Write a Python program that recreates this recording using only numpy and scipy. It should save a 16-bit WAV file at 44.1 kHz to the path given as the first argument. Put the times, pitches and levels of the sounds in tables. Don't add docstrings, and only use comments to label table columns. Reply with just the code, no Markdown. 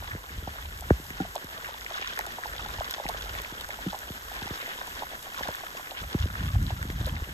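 import sys
import numpy as np
from scipy.fft import rfft, irfft, next_fast_len
from scipy.io import wavfile
from scipy.ndimage import map_coordinates

SR = 44100
rng = np.random.default_rng(int(sys.argv[2]) if len(sys.argv) > 2 else 0)


def store_pcm(level_fs):
    pcm = np.round(np.clip(level_fs, -1, 1) * 32767).astype(np.int16)
    wavfile.write(sys.argv[1], SR, np.atleast_2d(pcm).T)


N = 323253
EVENT_SAMPLES = 8192


def amp(db):
    return 10 ** (np.asarray(db) / 20)


def unit(x):
    return x / np.sqrt(np.mean(x ** 2) + 1e-20)


def along(points, hz):
    knots_hz, values = np.transpose(points)
    return np.interp(np.log(hz + 1), np.log(knots_hz + 1), values)


def curve(rows):
    return np.interp(np.arange(N) / SR, *np.transpose(rows))


def wobble(rate):
    knots = rng.standard_normal(int(N * rate / SR) + 4)
    return map_coordinates(knots, [np.arange(N) * rate / SR])


def filtered(x, response):
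    size = next_fast_len(N + SR // 2)
    return irfft(rfft(x, size) * response(np.fft.rfftfreq(size, 1 / SR)), size)[..., :N]


def bell(hz, centre_hz, octaves):
    return np.exp(-.5 * (np.log2((hz + 1) / centre_hz) / octaves) ** 2)


def add(track, start_s, sound):
    i = round(start_s * SR)
    part = sound[..., max(-i, 0):N - i]
    track[..., max(i, 0):max(i, 0) + part.shape[-1]] += part


def far_rain(ahead=0.1, fizz_hz=5500):
    # time in seconds, relative level in dB.
    levels = [(0.1, -58), (0.93, -56), (5.0, -54.5), (7.2, -56.5)]
    # frequency in Hz, relative level in dB.
    spectrum = [(60, 8), (250, 5), (600, 6.5), (1100, 8.5), (1700, 13.5), (2400, 4.5), (3400, 4.5),
                (4300, 0), (6500, -1.5), (8500, -3), (9700, -6), (12200, 0), (13700, -4), (14500, -16)]
    mid, diffuse = rng.standard_normal((2, N))
    side = ahead * mid + np.sqrt(1 - ahead ** 2) * diffuse
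    hiss = unit(filtered(np.array([mid, side]), lambda hz: amp(along(spectrum, hz))))
    wash = filtered(hiss, lambda hz: 1 / (1 + (hz / fizz_hz) ** 6))
    fizz = hiss - wash
    return amp(curve(levels) + 12) * (amp(2.4 * wobble(24)) * wash + amp(1.2 * wobble(24)) * fizz)


def cloth_patter(per_s, spread_db, octaves, span_hz, ahead, bands):
    # frequency in Hz, relative level in dB.
    spectrum = [(100, -21), (300, -9), (600, -0.5), (1100, 3), (1500, 4.5), (1900, 0), (2400, -5.5),
                (3400, -2), (4200, -8.5), (5200, -7.5), (7000, -10), (10000, -37), (13000, -44)]
    patter = np.zeros((2, N))
    for centre_hz in np.geomspace(*span_hz, bands):
        sizes = amp(spread_db * np.minimum(rng.standard_normal(N), 2)) * rng.choice([-1, 1], N)
        hits = sizes * (rng.random(N) < per_s / bands / SR)
        sideways = ahead + np.sqrt(1 - ahead ** 2) * rng.standard_normal(N)
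        patter += filtered(np.array([hits, hits * sideways]), lambda hz: bell(hz, centre_hz, octaves))
    return unit(filtered(patter, lambda hz: amp(along(spectrum, hz))))


def jacket_rain():
    # time in seconds, relative level in dB.
    levels = [(0.0, -49.5), (0.1, -48), (0.2, -53.5), (0.85, -52), (1.15, -50), (1.5, -53), (1.63, -46),
              (1.75, -49), (2.04, -42.5), (2.35, -49.5), (2.55, -46.5), (2.92, -45.5), (3.43, -46.5),
              (3.7, -48), (4.2, -49.5), (4.63, -45.5), (5.0, -52), (5.2, -51), (5.42, -43.5), (5.55, -46.5),
              (6.0, -50), (6.37, -48), (6.7, -51.5), (7.04, -47.5), (7.33, -52.5)]
    crackle = cloth_patter(per_s=500, spread_db=3, octaves=0.65, span_hz=(1170, 4900), ahead=0.5, bands=5)
    snaps = cloth_patter(per_s=65, spread_db=-1, octaves=0.5, span_hz=(1550, 3770), ahead=0.58, bands=2)
    pats = cloth_patter(per_s=140, spread_db=1, octaves=0.07, span_hz=(1020, 3720), ahead=0.76, bands=16)
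    plops = cloth_patter(per_s=46, spread_db=4, octaves=0.19, span_hz=(496, 920), ahead=0.18, bands=4)
    thumps = cloth_patter(per_s=27, spread_db=1, octaves=0.57, span_hz=(228, 404), ahead=0.41, bands=2)
    clusters = amp(1.1 * wobble(24) + 2.2 * wobble(70))
    cloth = amp(2.5) * crackle + amp(-6) * snaps + amp(0.5) * pats
    return amp(curve(levels)) * (clusters * cloth + amp(-8) * plops + amp(-10.5) * thumps)


def gust_strength(rise_s=0.045, fall_s=0.07, breeze_db=-60):
    # start of the hold and its length in seconds, level in dB.
    gusts = [(0, 0.16, -42.5), (0.33, 0.17, -40.5), (0.6, 0.68, -43.5), (1.504, 0.82, -52),
             (2.512, 0.33, -43.5), (3.082, 0.34, -43.5), (3.5, 1.0, -49.5), (4.907, 0.2, -51),
             (5.402, .08, -48), (6.03, .07, -41), (6.19, 0.2, -37.5), (6.41, 0.08, -33.5),
             (6.562, 0.11, -33), (6.7, 0.24, -37.5), (6.96, .18, -35), (7.286, .05, -39.5)]
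    t = np.arange(N) / SR
    swells = [amp(db) * np.exp(np.minimum(t - start, 0) / rise_s - np.maximum(t - start - hold, 0) / fall_s)
              for start, hold, db in gusts]
    return np.maximum(amp(breeze_db), np.max(swells, axis=0))


def wind(split_hz=66, even_db=-44, slap_s=0.0085):
    # frequency in Hz, relative level in dB.
    spectrum = [(15, -52), (28, -22), (45, 3), (60, -1), (77, -3.5), (110, -12), (180, -18.5), (300, -28.5),
                (600, -76), (1500, -96)]
    # middle in seconds, peak in dB, pitch in Hz.
    buffets = [(0.08, -34.5, 65), (0.142, -29.5, 96), (0.388, -27.5, 66), (0.655, -31.5, 60),
               (2.795, -27, 63), (3.31, -31.5, 53), (6.211, -18.5, 75), (6.246, -19, 73.6), (6.47, -28, 72),
               (6.547, -17, 95), (6.569, -13, 82), (6.728, -21.5, 96), (6.821, -25, 70), (7.011, -21, 86),
               (7.061, -22, 77), (7.226, -23, 67.7)]
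    eddies = unit(filtered(rng.standard_normal(N), lambda hz: amp(along(spectrum, hz))))
    large = filtered(eddies, lambda hz: 1 / (1 + (hz / split_hz) ** 4))
    small = eddies - large
    strength = gust_strength()
    brightness = (strength / amp(even_db)) ** 0.97
    lumps = amp(2 * wobble(16))
    rumble = strength * lumps * (large / np.maximum(brightness, 1) + small * brightness)
    t = (np.arange(EVENT_SAMPLES) - EVENT_SAMPLES / 2) / SR
    for middle_s, db, pitch_hz in buffets:
        swing = np.sin(2 * np.pi * (pitch_hz * t + rng.random())) * np.exp(-(t / slap_s) ** 2)
        add(rumble, middle_s + t[0], amp(db) * swing)
    return rumble


def strikes(rows, colour, splash_db, splash_t60, side_db, lead_s, gain_db):
    out = np.zeros((2, N))
    t = np.arange(EVENT_SAMPLES) / SR
    hz = np.fft.rfftfreq(EVENT_SAMPLES, 1 / SR)
    for time_s, db, tone in rows:
        response = colour(hz, tone)
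        splash = rng.standard_normal((2, EVENT_SAMPLES)) * amp(-60 * t / splash_t60)
        force = (t == 0) + amp(splash_db) * splash / np.linalg.norm(splash[0])
        blow = np.fft.fftshift(irfft(rfft(force) * response), axes=-1)
        blow *= amp([[0], [side_db]]) / np.abs(blow).max(axis=1, keepdims=True)
        add(out, time_s - lead_s - EVENT_SAMPLES / SR / 2, amp(db + gain_db) * blow)
    return out


def shell_taps():
    # time in seconds, relative peak in dB, pitch in Hz.
    taps = [(0.024, -29, 820), (0.044, -32, 1050), (0.240, -33.5, 1050), (0.475, -24, 765),
            (0.558, -36, 696), (0.823, -33, 840), (1.25, -31, 750), (1.352, -27, 1020), (1.359, -19, 750),
            (1.369, -36, 550), (1.688, -29.5, 770), (1.744, -31.5, 910), (1.910, -28, 735),
            (2.193, -21, 830), (2.268, -28.5, 764), (2.385, -25, 834), (2.457, -22.5, 864),
            (2.593, -34, 950), (2.660, -27, 810), (2.785, -28.5, 880), (2.808, -21, 770),
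            (2.982, -26.5, 760), (2.999, -21.5, 750), (3.041, -28, 990), (3.055, -23.5, 837),
            (3.092, -21.5, 724), (3.097, -21, 870), (3.145, -28.5, 660), (3.692, -28.5, 746),
            (3.789, -29, 790), (3.930, -23.5, 840), (3.945, -21, 860), (4.316, -30, 720),
            (4.418, -29.5, 860), (4.474, -28, 845), (4.677, -32.5, 780), (4.815, -30, 724),
            (4.875, -30, 910), (5.022, -21.5, 810), (5.032, -23, 780), (5.132, -34, 750), (5.268, -35, 780),
            (5.393, -38, 855), (5.409, -23, 740), (5.455, -30, 815), (5.487, -21.5, 790), (5.636, -29, 750),
            (5.749, -33, 630), (5.796, -30.5, 850), (5.916, -29, 796), (6.038, -36, 690), (6.144, -29, 890),
            (6.553, -31, 706), (6.705, -23.5, 780), (7.07, -30, 557), (7.078, -32, 563)]

    def shell(hz, pitch_hz):
        ring = bell(hz, pitch_hz, octaves=rng.uniform(0.16, 0.4))
        skirt = amp(-10) * bell(hz, 0.8 * pitch_hz, octaves=0.61)
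        lag_cycles = 2.3 * rng.random()
        return (ring + skirt) * np.exp(-2j * np.pi * lag_cycles * (np.log(hz + 1) - hz / pitch_hz))

    return strikes(taps, shell, splash_db=-4, splash_t60=0.04, side_db=-4, lead_s=0.00057, gain_db=0.5)


def hood_pats():
    # time in seconds, relative peak in dB, pitch in Hz.
    pats = [(0.0757, -33, 1700), (0.1161, -25, 1740), (0.162, -32.5, 1750), (0.294, -31, 1900),
            (0.492, -34, 1420), (0.585, -31, 1350), (0.6574, -32, 2950), (0.9038, -15.5, 1500),
            (1.027, -45, 1770), (1.104, -29, 1870), (1.237, -38, 1980), (1.364, -26.5, 3240),
            (1.5778, -31, 3230), (1.646, -26, 1870), (1.659, -30, 1700), (1.7404, -31, 3210),
            (1.753, -39, 2020), (1.816, -34, 1790), (1.8635, -24.5, 2150), (1.946, -28, 1460),
            (1.978, -27, 1550), (2.0268, -24, 2450), (2.0445, -31, 1400), (2.160, -31, 1590),
            (2.1735, -24, 1600), (2.1904, -19.5, 1810), (2.209, -25, 1690), (2.254, -29, 1460),
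            (2.436, -24, 1550), (2.534, -28, 1590), (2.468, -31, 4400), (2.5815, -26.5, 3450),
            (2.738, -33, 3220), (2.817, -25, 1290), (2.8968, -32, 3710), (2.913, -29, 3700),
            (3.0644, -25, 1900), (3.0885, -22.5, 3800), (3.138, -32, 1700), (3.164, -34, 1460),
            (3.351, -26, 1940), (3.4475, -26, 2100), (3.61, -27.5, 3400), (3.645, -28, 1470),
            (3.705, -25, 1840), (3.830, -35, 1420), (3.9115, -33, 3720), (4.357, -37, 1650),
            (4.814, -26.5, 1460), (4.910, -32, 1850), (4.9935, -29, 3400), (5.068, -30, 1420),
            (5.151, -33, 1420), (5.474, -28, 1270), (5.872, -30, 1930), (5.9095, -28, 3080),
            (5.971, -30, 2460), (6.038, -33, 1960), (6.234, -40, 1280), (6.301, -30, 1360),
            (6.3535, -25, 1490), (6.406, -30, 1420), (6.6662, -27, 3550), (6.697, -30, 3170),
            (6.8275, -25, 1620), (6.901, -26.5, 1760), (7.0579, -26.5, 3750), (7.165, -29, 1980)]
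    return strikes(pats, lambda hz, pitch_hz: bell(hz, pitch_hz, octaves=0.33),
                   splash_db=-5, splash_t60=0.035, side_db=1.5, lead_s=-0.000092, gain_db=3)


def camera_thuds(sway_hz=60, sway_width_hz=16):
    # time in seconds, relative peak in dB.
    thuds = [(0.149, -31.5), (0.302, -47), (0.376, -42), (0.425, -41), (0.473, -32.5), (0.906, -8.5),
             (0.997, -38), (1.104, -37.5), (1.441, -38), (2.099, -46), (3.052, -34), (3.521, -38),
             (4.102, -31.5), (4.42, -35.5), (4.455, -38), (4.506, -30), (5.406, -38), (5.482, -35.5),
             (6.016, -41), (6.146, -19.5), (6.256, -28.5), (6.85, -34.5), (6.898, -33.5), (7.009, -33.5),
             (7.219, -40.5), (7.288, -37.5)]
    # frequency in Hz, relative level in dB.
    spectrum = [(8, -75), (28, -22), (70, 0.5), (150, -2), (350, -5.5), (480, -11), (680, -18.5),
                (1200, -35), (3000, -115)]

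    def jolt(hz, weight_db):
        tilt_db_per_octave = np.interp(weight_db, [-19, -7], [-6, 1.9])
        edge_hz = np.interp(weight_db, [-32, -7], [220, 30])
        low_cut = hz ** 2 / (hz ** 2 + edge_hz ** 2)
        damping = 1j * hz * sway_width_hz
        sway = 1 + amp(3) * damping / (sway_hz ** 2 - hz ** 2 + damping)
        return amp(along(spectrum, hz) + tilt_db_per_octave * np.log2(hz + 1)) * sway * low_cut

    weighed = [(time_s, db, db) for time_s, db in thuds]
    return strikes(weighed, jolt, splash_db=-8, splash_t60=0.008, side_db=-22, lead_s=0.00097, gain_db=8.5)


def port_ticks():
    # time in seconds, relative peak in dB, centre frequency in Hz.
    ticks = [(0.8081, -27, 9000), (1.042, -35, 11000), (1.1029, -32.5, 5460), (1.3548, -23.5, 6940),
             (1.4436, -29, 11000), (1.6871, -34, 13000), (2.1897, -18, 7300), (2.2645, -24.5, 8000),
             (2.322, -32, 9000), (2.6848, -32, 12100), (2.9092, -19, 9100), (2.9292, -30, 12000),
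             (3.0874, -23, 3660), (3.0928, -26, 11000), (3.2505, -35, 13100), (3.4183, -25, 11100),
             (3.6102, -27.5, 4900), (3.688, -27, 9000), (3.989, -28, 4900), (4.8715, -29, 11000),
             (4.8953, -32, 13100), (5.227, -28.5, 6000), (5.4839, -26, 8000), (5.5358, -39, 13000),
             (5.5543, -29.5, 4440), (6.0257, -35, 13000), (6.6273, -30, 6400), (6.8274, -28.5, 6400),
             (7.0648, -26, 8000), (7.0883, -31, 11000)]
    return strikes(ticks, lambda hz, centre_hz: bell(hz, centre_hz, octaves=2.5),
                   splash_db=-2, splash_t60=0.007, side_db=0, lead_s=-0.0005, gain_db=9.7)


def plank_knocks(attack_s=0.0023, lead_s=0.0033, gain_db=4):
    # time in seconds, relative peak in dB, contact cutoff in Hz.
    knocks = [(1.202, -21.5, 1800), (3.863, -24, 150)]
    # frequency in Hz, relative level in dB, seconds to fall by 60 dB.
    modes = [(189, -3.5, 0.072), (259, -1, 0.046), (300, -3.5, 0.052), (400, -12, 0.036), (774, -5, 0.063),
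             (1420, -1, 0.034)]
    out = np.zeros((2, N))
    t = np.arange(EVENT_SAMPLES) / SR
    for time_s, db, contact_hz in knocks:
        ring = np.zeros(EVENT_SAMPLES)
        for hz, mode_db, t60 in modes:
            decay = amp(mode_db + rng.normal() - 60 * t / t60)
            ring += decay * np.sin(2 * np.pi * hz * t) / (1 + (hz / contact_hz) ** 2)
        ring *= 1 - np.exp(-t / attack_s)
        add(out, time_s - lead_s, amp(db + gain_db) * ring / np.abs(ring).max())
    return out


def sleeves():
    # middle and half-width in seconds, level in dB, pitch in Hz.
    strokes = [(1.97, 0.012, -40.5, 4000), (2.05, 0.09, -40.5, 2600), (4.545, 0.03, -42.5, 3900),
               (4.62, 0.032, -37.5, 2300), (4.71, 0.05, -39, 2400), (5.99, 0.03, -39, 2700)]
    out = np.zeros((2, N))
    t = np.arange(N) / SR
    for middle_s, half_width_s, db, hz in strokes:
        slips = cloth_patter(per_s=1400, spread_db=-1, octaves=0.54, span_hz=(hz, hz), ahead=0.45, bands=1)
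        out += amp(db) * np.exp(-((t - middle_s) / half_width_s) ** 2) * slips
    return out


def microphone(mid_side, lag_cycles=1.8, lag_knee_hz=28.3):
    # frequency in Hz, lead of left over right in radians.
    port_phase = [(250, 0), (500, .85), (780, 1.25), (1050, 1.95), (1230, 2.45), (1500, 2.4), (2000, 2.2),
                  (2400, 2.25), (3300, 1.95), (3900, 1.55), (4700, 2), (5600, 1.6), (6200, 1.1), (6700, .2),
                  (7400, .15), (7700, .8), (8500, 1.5), (9300, 2.7), (10200, 3.6), (11000, 4.7), (11700, 6),
                  (12900, 6.5), (13300, 7.5), (14300, 8.8)]

    def ports(hz):
        apart = hz ** 6 / (hz ** 6 + 420 ** 6)
        half_phase = apart * along(port_phase, hz) / 2
        lag = np.exp(-2j * np.pi * lag_cycles * np.log(hz + lag_knee_hz))
        turn = 1j * np.exp(1j * np.interp(hz, [850, 1150], [2.9, 0]))
        return lag * np.array([np.cos(half_phase), turn * np.sin(half_phase)])

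    mid, side = filtered(mid_side, ports)
    return np.array([mid + side, mid - side])


def scene():
    rain = far_rain() + jacket_rain()
    blows = shell_taps() + camera_thuds() + port_ticks() + hood_pats() + plank_knocks()
    rumble = wind()
    return microphone(rain + sleeves() + blows) + rumble


def record(dry):
    return filtered(dry, lambda hz: hz < 14600)


dry = scene()
out = record(dry)
store_pcm(out)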